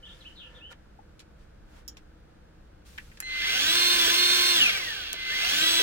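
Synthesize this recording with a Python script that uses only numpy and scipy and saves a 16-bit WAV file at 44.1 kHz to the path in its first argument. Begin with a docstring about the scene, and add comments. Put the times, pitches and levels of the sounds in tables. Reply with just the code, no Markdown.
"""An open garage, under a tractor, at a microphone with two closely spaced ports. A paper towel wipes the
frame and a bird sings outside; hands snap the coupler of a cordless grease gun onto a nipple. The
trigger is pulled twice: the speed control whistles, the motor winds up and sags under the pump stroke,
coasting down between the pulls. Its whine rides on the rush of gears and fan; the yard rumbles in
the distance."""
import sys
import numpy as np
from scipy import signal
from scipy.fft import rfft, irfft
from scipy.io import wavfile
from scipy.ndimage import uniform_filter1d, map_coordinates

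SR = 44100
rng = np.random.default_rng(int(sys.argv[2]) if len(sys.argv) > 2 else 0)


def generate_wav(signal):
    """Clip the signal to [-1, 1] and save it as 16-bit WAV at the path in sys.argv[1]."""
    frames = np.transpose(np.atleast_2d(signal))
    scaled = np.clip(frames, -1, 1) * 32767
    pcm = np.round(scaled).astype(np.int16)
    wavfile.write(sys.argv[1], SR, pcm)


N = 256926
T = np.arange(N) / SR
F = np.maximum(np.arange(N // 2 + 1) * SR / N, 1)

MOTOR_START_S = 3.22
# Motor shaft winding up, coasting, winding up again and sagging under the second pump stroke: t/s, f/Hz
SHAFT_RATE = [(3.22, 5), (3.41, 128), (3.56, 251), (3.68, 318), (3.768, 352.4), (4.51, 354.8), (4.57, 339),
              (4.63, 272), (4.72, 207), (4.85, 166), (5.17, 83), (5.25, 102), (5.4, 197), (5.52, 280),
              (5.64, 326), (5.76, 334), (5.83, 324)]
def motor(first_sag_hz=19.5):
    """The gun under the tractor: its tones and its rush all follow one shaft."""
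    hz = curves(SHAFT_RATE)[0] - first_sag_hz * load()
    turns = np.cumsum(hz * (1 + .0005 * walk(40))) / SR
    angle, speed = 2 * np.pi * turns, hz / hz.max()
    rattle = np.clip((1 - speed) / .08, 0, 1)  # the teeth rattle below full speed
    spun_up = np.clip((speed - .3) / .35, 0, 1)  # a slow shaft raises no overtones or growl
    tones = unbalance_hum(angle, speed, rattle)
    tones += gear_mesh(angle, hz, speed, rattle)
    tones += commutator_whine(angle, hz, speed, rattle)
    tones += overtones(angle, hz, speed) * spun_up ** 2
    tones += gearbox_growl(angle, hz, speed, rattle) * np.sqrt(spun_up)
    return tones * gate(MOTOR_START_S, 6) + rush(turns, hz, speed)


def commutator_whine(angle, hz, speed, rattle, bars=12):
    """The commutator bars whine, smothered by the first pump stroke and clearer with the gears slack."""
    roughness_rad = .1 + .55 * rattle * (1 - .75 * slack())
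    whine = tone(bars * angle + roughness_rad * walk(110), 1.8 * speed, pan_db=-7.5 * speed ** 8)
    db = -34.8 + resonance(bars * hz, hz=4250, width=90, db=7.7) - 5 * load() + 3 * slack()
    db += (1.5 + 1.5 * rattle) * walk(35)
    return whine * undb(db) * speed ** 1.02 * radiation(bars * hz) * standing_waves(hz)


def gear_mesh(angle, hz, speed, rattle, teeth_per_turn=10.245):
    """Meshing teeth sing; the pump stroke shakes the tone and the overrun makes it flare."""
    mesh_hz = teeth_per_turn * hz
    shake_rad = .1 + .8 * rattle + .54 * load()
    mesh = tone(teeth_per_turn * angle + shake_rad * walk(110), -1.5 - rattle)
    db = -30.5 + resonance(mesh_hz, hz=3406, width=200, db=6) + 20.5 * overrun() - 2 * rattle
    db += 2 * walk(35)
    return mesh * undb(db) * speed ** 2.6 * radiation(mesh_hz) * standing_waves(hz)


def unbalance_hum(angle, speed, rattle):
    """The unbalanced shaft hums once per turn, growing steeply with speed."""
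    return tone(angle + .25 * rattle * walk(45), -1.3) * undb(-40.5 + walk(14)) * speed ** 8.8


# Shaft harmonics: multiple of the shaft rate, full-speed level/dB, phase between ports/rad, power of speed
HARMONICS = [(3, -40.5, -1.7, 18), (6, -40, -1.0, 4), (15, -46, 2.5, 6), (24, -38.5, 1.6, 1.8),
             (36, -53, 1, 8), (37, -55, 2, 8), (40, -52, -1, 8), (41, -52, 1.5, 8), (42, -51, 2, 8)]
def overtones(angle, hz, speed):
    """Harmonics of the shaft that sing out near full speed."""
    out = 0
    for multiple, db, spread, power in HARMONICS:
        partial = tone(multiple * angle + .2 * walk(30), spread)
        out += partial * undb(db + 2.2 * walk(18)) * speed ** power * standing_waves(hz)
    return out


# Low gearbox tones: multiple of the shaft rate, base level/dB re the rumble, phase between ports/rad
GROWL_TONES = [(.5, -14, .3), (.68, -15, .3), (1, -11, -.8), (2, -8, 2.4), (2.3, -10, 2.7), (3, -1, -2.7),
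               (4, -11, -1.8), (6, -3, -1.6)]
def gearbox_growl(angle, hz, speed, rattle):
    """The loaded gearbox growls through the hollow of its case; the lowest tones swell on the overrun."""
    rumble_db = rush_levels(speed)[0]
    out = 0
    for multiple, db, spread in GROWL_TONES:
        lift_db = resonance(multiple * hz, hz=700, width=160, db=6.8) + (multiple <= 1) * 3.5 * overrun()
        partial = tone(multiple * angle + .5 * walk(45), spread)
        out += partial * undb(rumble_db + db + lift_db + 3 * walk(30)) * standing_waves(hz)
    return out * (.3 + .5 * rattle)


# Spectrum of the rush at the microphone, in phase (mid) and opposed (side): f/Hz, relative level/dB
RUSH_MID_SPECTRUM = [(76, -20), (130, -19.5), (327, -12), (452, -9.5), (761, -18.5), (859, -28.5),
                     (1210, -4.5), (1310, -9.5), (1540, -2), (1920, -3), (2750, 1), (7080, -12.5),
                     (7820, -14.5), (8650, -17.5), (15800, -17)]
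RUSH_SIDE_SPECTRUM = [(76, -67), (130, -36), (327, -19), (586, -19.5), (777, -9), (1360, -16.5),
                      (1480, -17.5), (2160, -11), (3300, -1.5), (3650, -6.5), (6030, -13), (7080, -26),
                      (11700, -26), (14600, -21.5), (15800, -49)]
# Resonances and hollows of the casing and the floor: f/Hz, width/Hz, gain/dB
CASING_PEAKS = [(745, 110, 0.5), (1548, 115, 7.5), (1720, 100, 3.5), (1965, 165, -2.5), (2753, 20, 8.5),
                (3304, 103, 6), (4340, 940, 3), (5100, 550, -1.5), (6500, 400, -0.5), (7160, 740, -6),
                (11900, 2200, -6.5), (14600, 1300, 1)]
def rush(turns, hz, speed, grit_per_s=420, grit_db=3, port_lag_s=5 / SR):
    """Gears and fan air, roughened by tooth knocks and coloured by the casing."""
    grit = undb(grit_db * walk(grit_per_s))
    mid, diffuse = (rfft(grit * gear_noise(turns, speed) + 1.44 * rng.standard_normal(N))
                    for _ in range(2))
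    # the lag between the ports turns part of the sound into side, a quarter cycle off
    side = 1.05 * diffuse - .7j * np.tanh(3 * np.sin(2 * np.pi * F * port_lag_s)) * mid
    casing = undb(sum(resonance(F, *peak) for peak in CASING_PEAKS))
    mid = irfft(mid * colour(RUSH_MID_SPECTRUM) * casing, N)
    side = irfft(side * colour(RUSH_SIDE_SPECTRUM) * np.where(F > 1000, casing, 1), N)
    pair = ports(unit(mid), undb(3) * unit(side))
    low, high = 1 / (1 + (F / 1100) ** 8), 1 / (1 + (4950 / F) ** 20)
    rumble_db, body_db, hiss_db = rush_levels(speed)
    out = 0
    for band, db in [(low, rumble_db - 5 + .31 * walk(31)),
                     (1 - low - high, body_db - 3.5 + .27 * walk(30)),
                     (high, hiss_db - .3 + .5 * walk(33))]:
        part = shaped(pair, band)
        out += part / np.std(part.mean(0)) * undb(db)
    lean_right = undb([[-.7], [.7]])
    return out * lean_right * np.clip((T - MOTOR_START_S) / .05, 0, 1)


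# Casing rumble, body and air hiss: base level/dB, power of speed, change/dB when slack,
# change/dB under the first stroke, change/dB on the overrun
RUSH_BANDS = [(-42.5, 1.17, 0.5, 3, 2.2), (-26.5, 0.82, -3.5, 1, 1.5), (-34, 1.59, -2, 2, 1.5)]
def rush_levels(speed):
    """Rumble, body and hiss in dB: all rise with speed, load and overrun; body and hiss drop when slack."""
    return [db + power * 20 * np.log10(speed) + slack_db * slack() + load_db * load() + over_db * overrun()
            for db, power, slack_db, load_db, over_db in RUSH_BANDS]


def gear_noise(turns, speed, repeat=.69, marks_per_turn=128):
    """Tooth and brush noise partly repeats on every turn, so its grain glides with speed."""
    fresh = rng.standard_normal((int(turns[-1]) + 2, marks_per_turn))
    marks = signal.lfilter([1], [1, -repeat], fresh, axis=0)
    return map_coordinates(unit(marks).ravel(), [turns * marks_per_turn], order=3) * np.sqrt(speed)


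def load(peak_s=4.063, length_s=.28):
    """Load of the first pump stroke on the motor, 0-1."""
    return np.cos(np.pi * np.clip((T - peak_s) / length_s, -.5, .5)) ** 2


def slack(take_up_s=.24, run_on_s=.13, let_go_s=.044):
    """How freely the gears run, 0-1: they take up after a press and let go a moment after a release."""
    return 1 - sum(np.clip((T - pressed) / take_up_s, 0, 1)
                   * np.clip(1 - (T - released - run_on_s) / let_go_s, 0, 1)
                   for pressed, _, released, _ in TRIGGER_PULLS)


def overrun(peak_s=.052, end_s=.25):
    """Grinding of the slowing gears after a release, 0-1."""
    return sum(swell(released, released + peak_s, released + end_s) for _, _, released, _ in TRIGGER_PULLS)


def radiation(hz, corner_hz=1520):
    """The small gear case sends out little below its first resonance."""
    return 1 / (1 + (corner_hz / hz) ** 16)


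def standing_waves(hz, cell_hz=4, depth_db=5):
    """Nearby reflections put peaks and nulls in a gliding tone; the gain is even at full speed."""
    grid = np.arange(0, 400, cell_hz)
    ripple = np.interp(hz, grid, rng.uniform(-1, 1, len(grid)))
    return undb(depth_db * ripple * np.clip((hz.max() - hz) / 20, 0, 1))


# Trigger pulls: pressed t/s, fully in t/s, released t/s, whistle base level/dB
TRIGGER_PULLS = [(3.219, 3.66, 4.57, -31), (5.145, 5.603, 6.0, -32.5)]
# Whistle partials: multiple of the switching rate, relative level/dB at rest, phase between ports/rad
WHISTLE_TONES = [(1, -0.5, -1.37), (2, -0.5, -1.95), (3, -12, -2.1), (4, -21, -1.3)]
def speed_control(switch_hz=2060, start_duty=.042):
    """Chopped current makes the windings whistle until the trigger is fully in."""
    hz = curves(SHAFT_RATE)[0]
    overtone_fade_db = 49 * hz / hz.max()  # the whistle gets purer as the motor winds up
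    gain = 0
    for pressed, full, _, db in TRIGGER_PULLS:
        duty = np.interp(T, [pressed, full], [start_duty, 1])
        gain += undb(db) * np.sin(np.pi * duty) * gate(pressed, full, fade=.013)
    whistle = sum(tone(2 * np.pi * k * switch_hz * T, spread) * undb(db - (k > 1) * overtone_fade_db)
                  for k, db, spread in WHISTLE_TONES)
    return whistle * gain * undb(.37 * walk(22))


# Blows of grip, trigger and pump piston: t/s, level/dB, f/Hz, width/octaves, t60/s, relative ring/dB
GUN_BLOWS = [(2.978, -42, 2300, 0.9, 0.033, 2), (2.9825, -30.5, 2330, 0.4, 0.017, -3.5),
             (3.1165, -50, 2100, 0.31, 0.057, -7), (3.172, -46, 2920, 0.86, 0.034, -6),
             (3.2025, -26, 8800, 0.73, 0.024, -11), (3.2237, -43.5, 1980, 1.1, 0.025, 4.5),
             (4.075, -28.5, 422, 0.35, 0.091, 2), (4.773, -28.5, 2170, 1.1, 0.056, -1),
             (5.1298, -21, 7500, 1.3, 0.013, -28), (5.135, -37.5, 400, 1, 0.066, -11),
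             (5.797, -25.5, 493, 0.29, 0.066, -15)]
# Modes of the plastic housing: f/Hz, relative level/dB, t60/s
HOUSING_MODES = [(1550, -4.5, 0.038), (1764, 4.5, 0.035), (1970, -12, 0.048), (2590, -7, 0.062),
                 (3110, -9, 0.037), (5300, -16, .03)]
def gun_knocks():
    """Grip, trigger and piston knock, and the gun's plastic housing rings."""
    return hits(GUN_BLOWS, HOUSING_MODES)


# A last scrape of the paper towel, then clicks of coupler and hose:
# t/s, level/dB, f/Hz, width/octaves, t60/s, relative ring/dB
SCRAPE_AND_CLICKS = [(0.728, -42, 1700, 0.85, 0.025, -35), (0.989, -47, 770, 0.15, 0.074, -50),
                     (1.193, -45, 3860, 0.8, 0.037, -29), (1.201, -47.5, 2780, 1.1, 0.066, -22),
                     (1.879, -46, 6500, 1.4, 0.027, 7), (1.884, -47, 5750, 0.65, 0.021, 6),
                     (1.969, -46, 2000, 1.2, 0.069, -14)]
# Modes of the steel coupler: f/Hz, relative level/dB, t60/s
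COUPLER_MODES = [(3190, -20.5, 0.13), (5480, 4.5, .06), (6800, -7, 0.088), (8920, -29, .06),
                 (10500, -15, 0.039), (13500, -11, 0.043), (14300, -5, 0.044)]
def scrape_and_coupler():
    """The towel gives a last scrape; then the steel coupler rings as hands snap it onto the nipple."""
    return hits(SCRAPE_AND_CLICKS, COUPLER_MODES)


def hits(contacts, modes):
    """Each contact is a short burst in its own register; the struck part chatters as it rings."""
    out, t = np.zeros((2, N + SR)), T[:SR // 4]
    f = np.arange(len(t) // 2 + 1) * SR / len(t)
    for start, db, hz, octaves, t60, ring_db in contacts:
        noise = ports(rng.standard_normal(len(t)), 1.33 * rng.standard_normal(len(t)))
        burst = unit(irfft(rfft(noise) * hump(f, hz, octaves), len(t))) * undb(-60 * t / t60)
        chatters = unit(uniform_filter1d(rng.standard_normal((len(modes), 2, len(t))), size=110))
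        ring = sum(np.sin(2 * np.pi * mode_hz * t) * (.5 + 1.02 * chatter) * undb(mode_db - 60 * t / decay)
                   for (mode_hz, mode_db, decay), chatter in zip(modes, chatters))
        attack = 1 - np.exp(-t * hz)
        i = int(start * SR)
        out[:, i:i + len(t)] += undb(db) * (burst + undb(ring_db) * ring) * attack
    return out[:, :N]


# Hands, sleeve and towel sliding: start t/s, peak t/s, end t/s, level/dB, f/Hz, width/octaves
SLIDES = [(-.05, 0.148, 0.56, -59.5, 3550, 1.3), (0.296, 0.577, 0.63, -60, 2200, 1.4),
          (0.697, 0.736, 0.728, -45.5, 3130, 1.4), (1.37, 1.41, 1.48, -67, 4000, 1.2),
          (1.65, 1.78, 1.84, -57, 2540, 2.2), (2.845, 2.865, 3.44, -57.5, 5900, 1.44),
          (3.0, 3.146, 3.6, -72, 3000, 1.9)]
def rubs():
    """Skin and paper slide in short, uneven strokes: bands of noise tilted toward the bass."""
    out = 0
    for start, peak, end, db, hz, octaves in SLIDES:
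        friction = unit(shaped(rng.standard_normal((2, N)), hump(F, hz, octaves) / F ** .78))
        out += friction * swell(start, peak, end) * undb(db)
    return out * undb(.41 * walk(90))


# Strokes of the paper towel: start t/s, peak t/s, end t/s, level/dB
TOWEL_STROKES = [(-.03, 0.08, 0.51, -62), (.31, 0.573, 0.7, -58.5), (0.683, .725, .745, -50)]
# Resonances of the hollow frame: f/Hz, width/Hz, relative level/dB
FRAME_MODES = [(512, 40, -1.5), (580, 39, -13), (940, 32, -12), (1397, 82, -6.5), (1750, 50, -3)]
def wiping():
    """The towel scrubs the steel frame, which answers with a few hollow resonances."""
    strokes = sum(undb(db) * swell(start, peak, end) for start, peak, end, db in TOWEL_STROKES)
    frame = sum(undb(db) / (1 + (2 * (F - hz) / width) ** 2) for hz, width, db in FRAME_MODES)
    friction = ports(rng.standard_normal(N), .17 * rng.standard_normal(N))
    return unit(shaped(friction, frame)) * strokes * undb(1.1 * walk(30.3))


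# Bird notes: t/s, length/s, first f/Hz, middle f/Hz, last f/Hz, level/dB, rasp as a share of the pitch
BIRD_NOTES = [(0.025, 0.039, 3180, 3000, 3800, -48.5, 0.018), (.06, .024, 3530, 3084, 2700, -48.5, 0.033),
              (0.086, 0.028, 3910, 3430, 2900, -51, .03), (0.103, 0.037, 3100, 3570, 3400, -54.5, 0.044),
              (0.204, 0.026, 4400, 3580, 2840, -53.5, .03), (0.247, 0.041, 2530, 3076, 2440, -46, 0.036),
              (0.354, .13, 4170, 3155, 2770, -49, 0.062), (.54, .06, 3440, 3560, 2600, -54.5, 0.046),
              (0.604, 0.099, 2530, 3006, 3120, -48, 0.0063)]
def bird():
    """Outside the garage, a bird warbles in quick, raspy arcs of pitch, smeared by trees and walls."""
    out = 0
    for start, length, first_hz, middle_hz, last_hz, db, rasp in BIRD_NOTES:
        progress = np.clip((T - start) / length, 0, 1)
        arc = np.abs(np.sin(np.pi * progress))
        hz = first_hz + (last_hz - first_hz) * progress + (middle_hz - (first_hz + last_hz) / 2) * arc
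        phase = 2 * np.pi * np.cumsum(hz * (1 + rasp * walk(350))) / SR
        out += tone(phase, 1.7) * undb(db) * arc ** .67
    return echo(out, wet_db=-5, t60=.27) * gate(0, .745)


# Spectrum of the yard at the microphone, in phase (mid) and opposed (side): f/Hz, relative level/dB
YARD_MID_SPECTRUM = [(12, -44), (20, 0.5), (65, -3), (95, -9.5), (209, -11), (276, -21), (308, -10.5),
                     (386, -23), (496, -16.5), (539, -22.5), (775, -27.5), (1050, -29.5), (1560, -24),
                     (1950, -32.5), (15800, -57.5)]
YARD_SIDE_SPECTRUM = [(12, -35), (20, -2), (39, -6), (110, -22), (308, -19.5), (397, -20), (496, -16.5),
                      (891, -19.5), (1250, -26), (1740, -29), (2000, -31.5), (4370, -34), (15800, -53)]
def yard():
    """Distant outdoor rumble, much alike at both ports in the bass, with a faint mains hum."""
    mid, side = (unit(shaped(rng.standard_normal(N), colour(spectrum)))
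                 for spectrum in (YARD_MID_SPECTRUM, YARD_SIDE_SPECTRUM))
    rumble = ports(mid, undb(-8.5) * side) * undb(-53.5 + .1 * walk(15))
    mains = tone(2 * np.pi * 60 * T, 0) * undb(-61.5)
    return rumble + mains


def echo(x, wet_db, t60):
    """Add the dull, diffuse echo of the surfaces around the microphone."""
    t = T[:SR // 2]
    tail = rng.standard_normal((2, len(t))) * undb(-60 * t / t60) * (t > .003)
    tail = signal.sosfilt(signal.butter(1, 6000, fs=SR, output="sos"), tail)
    tail /= np.sqrt(np.sum(tail ** 2) / 2)
    return x + undb(wet_db) * signal.fftconvolve(x, tail, axes=1)[:, :N]


def ports(mid, side):
    """Left and right microphone ports from their common and opposed parts."""
    return np.array([mid + side, mid - side])


def tone(phase, spread, pan_db=0):
    """A sine, rms 1 when centred, that reaches the left port spread radians ahead."""
    left = np.sin(phase + spread / 2) * undb(pan_db / 2)
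    right = np.sin(phase - spread / 2) * undb(-pan_db / 2)
    return np.sqrt(2) * np.array([left, right])


def walk(rate):
    """Smooth random drift of rms 1 that changes about rate times a second."""
    steps = T * rate * 20
    values = signal.fftconvolve(rng.standard_normal(int(steps[-1]) + 40), np.hanning(22), "valid")
    return unit(np.interp(steps, np.arange(len(values)), values))


def curves(rows):
    """The columns of a table, joined by straight lines in time."""
    times, *columns = np.transpose(rows)
    return [np.interp(T, times, column) for column in columns]


def gate(start, end, fade=.0014):
    """One between two times, with short fades."""
    return np.clip((T - start) / fade, 0, 1) * np.clip((end - T) / fade, 0, 1)


def swell(start, peak, end):
    """A gain that rises to one at the peak and falls away."""
    return np.interp(T, [start, peak, end], [0, 1, 0])


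def resonance(f, hz, width, db):
    """Lift in dB that a resonance gives at frequency f."""
    return db * np.exp(-(2 * (f - hz) / width) ** 2)


def hump(f, hz, octaves):
    """A bell of gain on a log-frequency axis."""
    return np.exp(-.5 * (np.log2(np.maximum(f, 1) / hz) / octaves) ** 2)


def colour(points):
    """Gain at each frequency from points of f/Hz, level/dB."""
    hz, db = np.transpose(points)
    return undb(np.interp(np.log(F), np.log(hz), db))


def shaped(x, gain):
    """Filter by a gain at each frequency."""
    return irfft(rfft(x) * gain, N)


def undb(db):
    """Decibels to gain."""
    return 10 ** (np.asarray(db) / 20)


def unit(x):
    """Scale to rms 1."""
    return x / np.sqrt(np.mean(x ** 2) + 1e-20)


def scene():
    """Under the tractor, the gun and the handling; beyond the open door, the bird and the yard."""
    handling = echo(scrape_and_coupler() + gun_knocks() + rubs(), wet_db=-13.5, t60=.11)
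    return motor() + speed_control() + handling + wiping() + bird() + yard()


def record(dry, top_hz=15900):
    """The camera behind the microphone cuts the top treble steeply."""
    return signal.sosfilt(signal.ellip(10, .2, 80, top_hz, fs=SR, output="sos"), dry)


dry = scene()
out = record(dry)
generate_wav(out)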